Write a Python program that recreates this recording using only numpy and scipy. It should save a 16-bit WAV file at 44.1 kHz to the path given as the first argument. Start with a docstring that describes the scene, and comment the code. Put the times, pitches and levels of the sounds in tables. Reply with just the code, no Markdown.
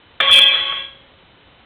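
"""On a lawn, one microphone into a small narrow-band recorder, which hisses and faintly whines.
At 0.2 s a thrown steel disc clacks against a wooden stick and flies on, ringing. The ring swells as
the disc turns, near enough for its loudest beats to overload the recorder, over a dull rumble.
At 0.53 s the disc lands and the ring changes colour. After a few soft knocks and thuds the grass
chokes it from 0.8 s, and one low mode lingers."""
import sys
import numpy as np
from scipy import signal
from scipy.fft import rfft, irfft
from scipy.io import wavfile

SR = 44100
rng = np.random.default_rng(int(sys.argv[2]) if len(sys.argv) > 2 else 0)


def int16_out(signal):
    """Quantize to a 16-bit WAV file."""
    q = np.round(np.clip(np.atleast_2d(signal).T, -1, 1) * 32767)
    wavfile.write(sys.argv[1], SR, q.astype(np.int16))


N = 72765
STRIKE_S, LANDING_S, SETTLE_S = 0.2015, 0.53, 0.8


def from_db(db):
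    return 10 ** (np.asarray(db) / 20)


def rms_one(x):
    return x / np.sqrt(np.mean(x ** 2) + 1e-20)


def seconds():
    return np.arange(N) / SR


def drift(rate_hz):
    """A slow random wander with spread 1."""
    pole = np.exp(-80 * np.pi * rate_hz / SR)   # one step per 40 samples
    steps = rng.standard_normal(N // 40 + 2002)
    slow = signal.lfilter([1], [1, -2 * pole, pole * pole], steps)[2000:]
    return np.interp(np.arange(N) / 40, np.arange(len(slow)), rms_one(slow))


def noise(spectrum):
    """Noise of a given colour, rms 1."""
    hz, db = np.transpose(spectrum)
    bins_hz = np.maximum(np.arange(N // 2 + 1) * SR / N, 1)
    gains = from_db(np.interp(np.log(bins_hz), np.log(hz), db))
    return rms_one(irfft(rfft(rng.standard_normal(N)) * gains, N))


def resonate(x, hz, t60):
    """One damped mode: a unit click sets a sine of height 1 ringing."""
    radius, angle = from_db(-60 / (t60 * SR)), 2 * np.pi * hz / SR
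    return signal.lfilter([0, np.sin(angle)], [1, -2 * radius * np.cos(angle), radius ** 2], x + 1e-18)


# Colour of the noise floor: f/Hz, relative density/dB
HISS_SPECTRUM = [(15, -17), (30, -4.5), (80, 1.5), (130, -3), (220, -5), (550, -6.5), (1200, -9),
                 (3000, -11.5), (3900, -11.5), (4400, -31), (5000, -63.5)]

def recorder_hiss(hiss_db=-50, whine_db=-61.5, whine_hz=3020):
    """The recorder's even hiss and its own faint tone."""
    whine = np.sqrt(2) * np.sin(2 * np.pi * whine_hz * seconds())
    return from_db(hiss_db) * noise(HISS_SPECTRUM) + from_db(whine_db) * whine


# Contacts of steel on wood: t/s, level/dB, f/Hz above which the knock is dull
WOOD_CONTACTS = [(0.2012, -12, 3800), (.203, -11, 3020), (0.2062, -13.5, 2400), (.2185, -28, 3600),
                 (.295, -14.5, 1770), (.385, -16, 2005), (.535, -25, 2400), (.552, -18.5, 2400),
                 (.588, -25.5, 2000), (.632, -34.5, 2176), (.665, -33, 1700), (.722, -24, 1700),
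                 (.77, -32, 1600), (.812, -44, 1640)]
# Resonances of the clack: f/Hz, relative level/dB, t60/s
CLACK_MODES = [(470.4, -8, 0.11), (657, -9, 0.073), (862, -12, .05), (1276, 4.5, 0.04), (1463, 5.5, 0.017),
               (1757.5, 4, 0.047), (1990, -3, 0.1), (2340, -1.5, 0.061), (2624, -12, .07),
               (2736, -5, 0.036), (3220, -16.5, 0.036), (3520, 5, .07), (3597, -3, 0.14)]

def wood_knocks(contact_s=0.0014, crack_db=-8, crack_t60_s=0.15, low_cut_hz=450):
    """Each contact is a short rough push into the clack's resonances, with a crack of noise."""
    t, out = seconds(), np.zeros(N)
    for start_s, db, dull_hz in WOOD_CONTACTS:
        age = np.maximum(t - start_s, 0)
        push = (t >= start_s) * np.exp(-age / contact_s)
        body = np.zeros(N)
        for hz, mode_db, t60 in CLACK_MODES:
            drive = push * np.cos(2 * np.pi * (hz * age + rng.random())) * 2 / push.sum()
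            body += from_db(mode_db) * resonate(drive, hz, t60)
        crack = (t >= start_s) * from_db(crack_db - 60 * age / crack_t60_s) * rng.standard_normal(N)
        band = signal.butter(2, [low_cut_hz, dull_hz], "band", fs=SR, output="sos")
        out += from_db(db) * signal.sosfilt(band, 0.5 * body + crack)
    return out


def strike_to_choke(choke_db_per_s=83.5):
    """The ring's envelope: it opens at the strike and dies once the disc settles in the grass."""
    t = seconds()
    attack = np.clip((t - STRIKE_S) / 0.002, 0, 1)
    return attack * from_db(-choke_db_per_s * np.maximum(t - SETTLE_S, 0))


# Swells and dips of single modes: f/Hz, centre t/s, half-length/s, gain/dB
MODE_SWELLS = [(1114, 0.292, 0.046, 13), (1114, 0.715, 0.057, 14.5), (1638, 0.41, 0.11, 6.5),
               (1950, .595, 0.027, 9), (2347, 0.381, 0.024, 10), (2347, .46, 0.033, -12),
               (2347, 0.537, 0.05, 8), (2564, 0.502, 0.089, 7.5), (2645, .645, .03, 8),
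               (3095, .69, 0.052, 11), (3219, .3, .012, 4), (3219, 0.479, 0.01, 5), (3946, .65, 0.086, 3.5),
               (4054, .65, 0.092, 6)]

def turning_db(mode_hz, reach_hz=8):
    """One mode swells or fades at the microphone as the disc turns."""
    t = seconds()
    return sum(db * np.exp(-((t - centre_s) / half_s) ** 2)
               for hz, centre_s, half_s, db in MODE_SWELLS if abs(hz - mode_hz) < reach_hz)


# Modes of the steel disc: f/Hz
DISC_MODES_HZ = [213, 352, 544, 592, 845, 942, 1089, 1114, 1340, 1497, 1638, 1950, 1982, 2144, 2186, 2347,
                 2564, 2722, 2745, 3050, 3074, 3095, 3219, 3257, 3284, 3330, 3402, 3419, 3440, 3946, 4054]
# Strength of each mode in flight: base level/dB
FLIGHT_LEVELS_DB = [-52, -52.5, -34.5, -44, -44.5, -55.5, -39.5, -39.5, -71, -52, -36.5, -40.5, -34, -39.5,
                    -51, -28.5, -26.5, -44.5, -34, -36.5, -29, -31, -15, -20.5, -24, -31, -40.5, -17.5, -20,
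                    -48, -47]
# Strength of each mode on the lawn: base level/dB
LAWN_LEVELS_DB = [-66.5, -54.5, -46, -52, -52, -52.5, -44, -43.5, -49.5, -46, -42, -41, -53, -42, -44.5,
                  -40, -40.5, -40.5, -44.5, -41.5, -37, -36, -31, -32, -29, -31.5, -31.5, -36.5, -37.5, -51,
                  -55.5]

def disc_ring(bright_above_hz=2450, tumble_hz=19.2, drift_hz=9.34, waver_hz=1.335, wobble_db=3.25):
    """Close modes of the steel beat against each other; landing gives them new strengths."""
    t = seconds()
    since_landing = t - LANDING_S
    landed = np.clip(since_landing / 0.03 + 0.5, 0, 1)   # 30 ms crossfade
    swell_db = np.interp(t, [0.234, 0.34], [-12, 6]) - 55 * np.maximum(t - 0.34, 0)
    tumble_db = np.cos(2 * np.pi * tumble_hz * (t - 0.39))   # faces the microphone at 0.39 s
    out = np.zeros(N)
    for hz, flight_db, lawn_db in zip(DISC_MODES_HZ, FLIGHT_LEVELS_DB, LAWN_LEVELS_DB):
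        if hz > bright_above_hz:
            in_flight = from_db(flight_db + swell_db + tumble_db)
            on_lawn = from_db(lawn_db + 7 - 47.5 * since_landing)
        else:   # the lower modes fade more slowly
            in_flight = from_db(flight_db + 2 - 6.5 * (t - STRIKE_S))
            on_lawn = from_db(lawn_db + 4 - 27 * since_landing)
        cycles = np.cumsum(hz + waver_hz * drift(drift_hz)) / SR + rng.random()
        level = (1 - landed) * in_flight + landed * on_lawn
        level *= from_db(turning_db(hz) + wobble_db * drift(drift_hz))
        out += level * np.sqrt(2) * np.sin(2 * np.pi * cycles)
    return out * strike_to_choke()


# Colour of the weak modes between the strong ones: f/Hz, relative level/dB
WASH_SPECTRUM = [(150, -21.5), (400, -15), (700, -5), (1300, -4.5), (2000, 1), (2800, 1), (3300, -0.5),
                 (3700, -3), (4000, -19), (4700, -16)]

def weak_mode_wash(count=140, start_db=-21, fall_db_per_s=36):
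    """A thicket of weak modes that beat against each other and die away with the ring."""
    t = seconds()
    hz, db = np.transpose(WASH_SPECTRUM)
    pitches_hz = np.linspace(150, 4600, count) + rng.uniform(-15, 15, count)
    gains = from_db(np.interp(np.log(pitches_hz), np.log(hz), db))
    thicket = sum(gain * np.sin(2 * np.pi * (pitch * t + rng.random()))
                  for pitch, gain in zip(pitches_hz, gains))
    level_db = start_db - fall_db_per_s * (t - STRIKE_S) + 1.8 * drift(rate_hz=15)
    return rms_one(thicket) * strike_to_choke() * from_db(level_db)


# Bursts of low noise: t/s, level/dB, t60/s
LOW_BURSTS = [(.203, -39, 0.26), (.29, -40, .35), (.375, -41, 0.23), (.575, -40, 0.34), (.7, -48.5, 0.66)]
# Colour of the bursts: f/Hz, relative density/dB
LOW_SPECTRUM = [(30, -12), (60, -10.5), (80, 4), (110, -15), (140, -4.5), (250, -16.5), (600, -32)]

def rumble_and_thuds(rise_s=0.023):
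    """Low dull rumble while the loud ring overloads the recorder, then soft thuds after the landing."""
    t, level = seconds(), np.zeros(N)
    for start_s, db, t60 in LOW_BURSTS:
        age = np.maximum(t - start_s, 0)
        level += np.minimum(age / rise_s, 1) * from_db(db - 60 * age / t60)
    return level * noise(LOW_SPECTRUM)


def lingering_mode(hz=545, start_db=-49.5, fall_db_per_s=40, rise_s=0.033):
    """The grass damps one low mode less than the rest, so it outlasts the choke."""
    age = seconds() - SETTLE_S
    level = np.clip(age / rise_s, 0, 1) * from_db(start_db - fall_db_per_s * age)
    return level * np.sqrt(2) * np.sin(2 * np.pi * hz * age)


def scene():
    """The throw as one microphone on the lawn hears it, over the recorder's noise floor."""
    ring = disc_ring() + lingering_mode()
    return (ring + wood_knocks() + rumble_and_thuds() + weak_mode_wash() + recorder_hiss())[None]


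def record(dry, stopband_hz=4900, top_cut_hz=15900):
    """The input overloads, the band is narrowed, the remaining peaks are clipped and the top is cut."""
    narrow_band = signal.cheby2(16, 70, stopband_hz, fs=SR, output="sos")
    top_cut = signal.ellip(10, 0.2, 80, top_cut_hz, fs=SR, output="sos")
    overloaded = np.clip(dry, -0.9, 0.82)
    narrowed = signal.sosfilt(narrow_band, overloaded)
    clipped = np.clip(narrowed, -0.72, 0.72)
    return signal.sosfilt(top_cut, clipped)


dry = scene()
out = record(dry)
int16_out(out)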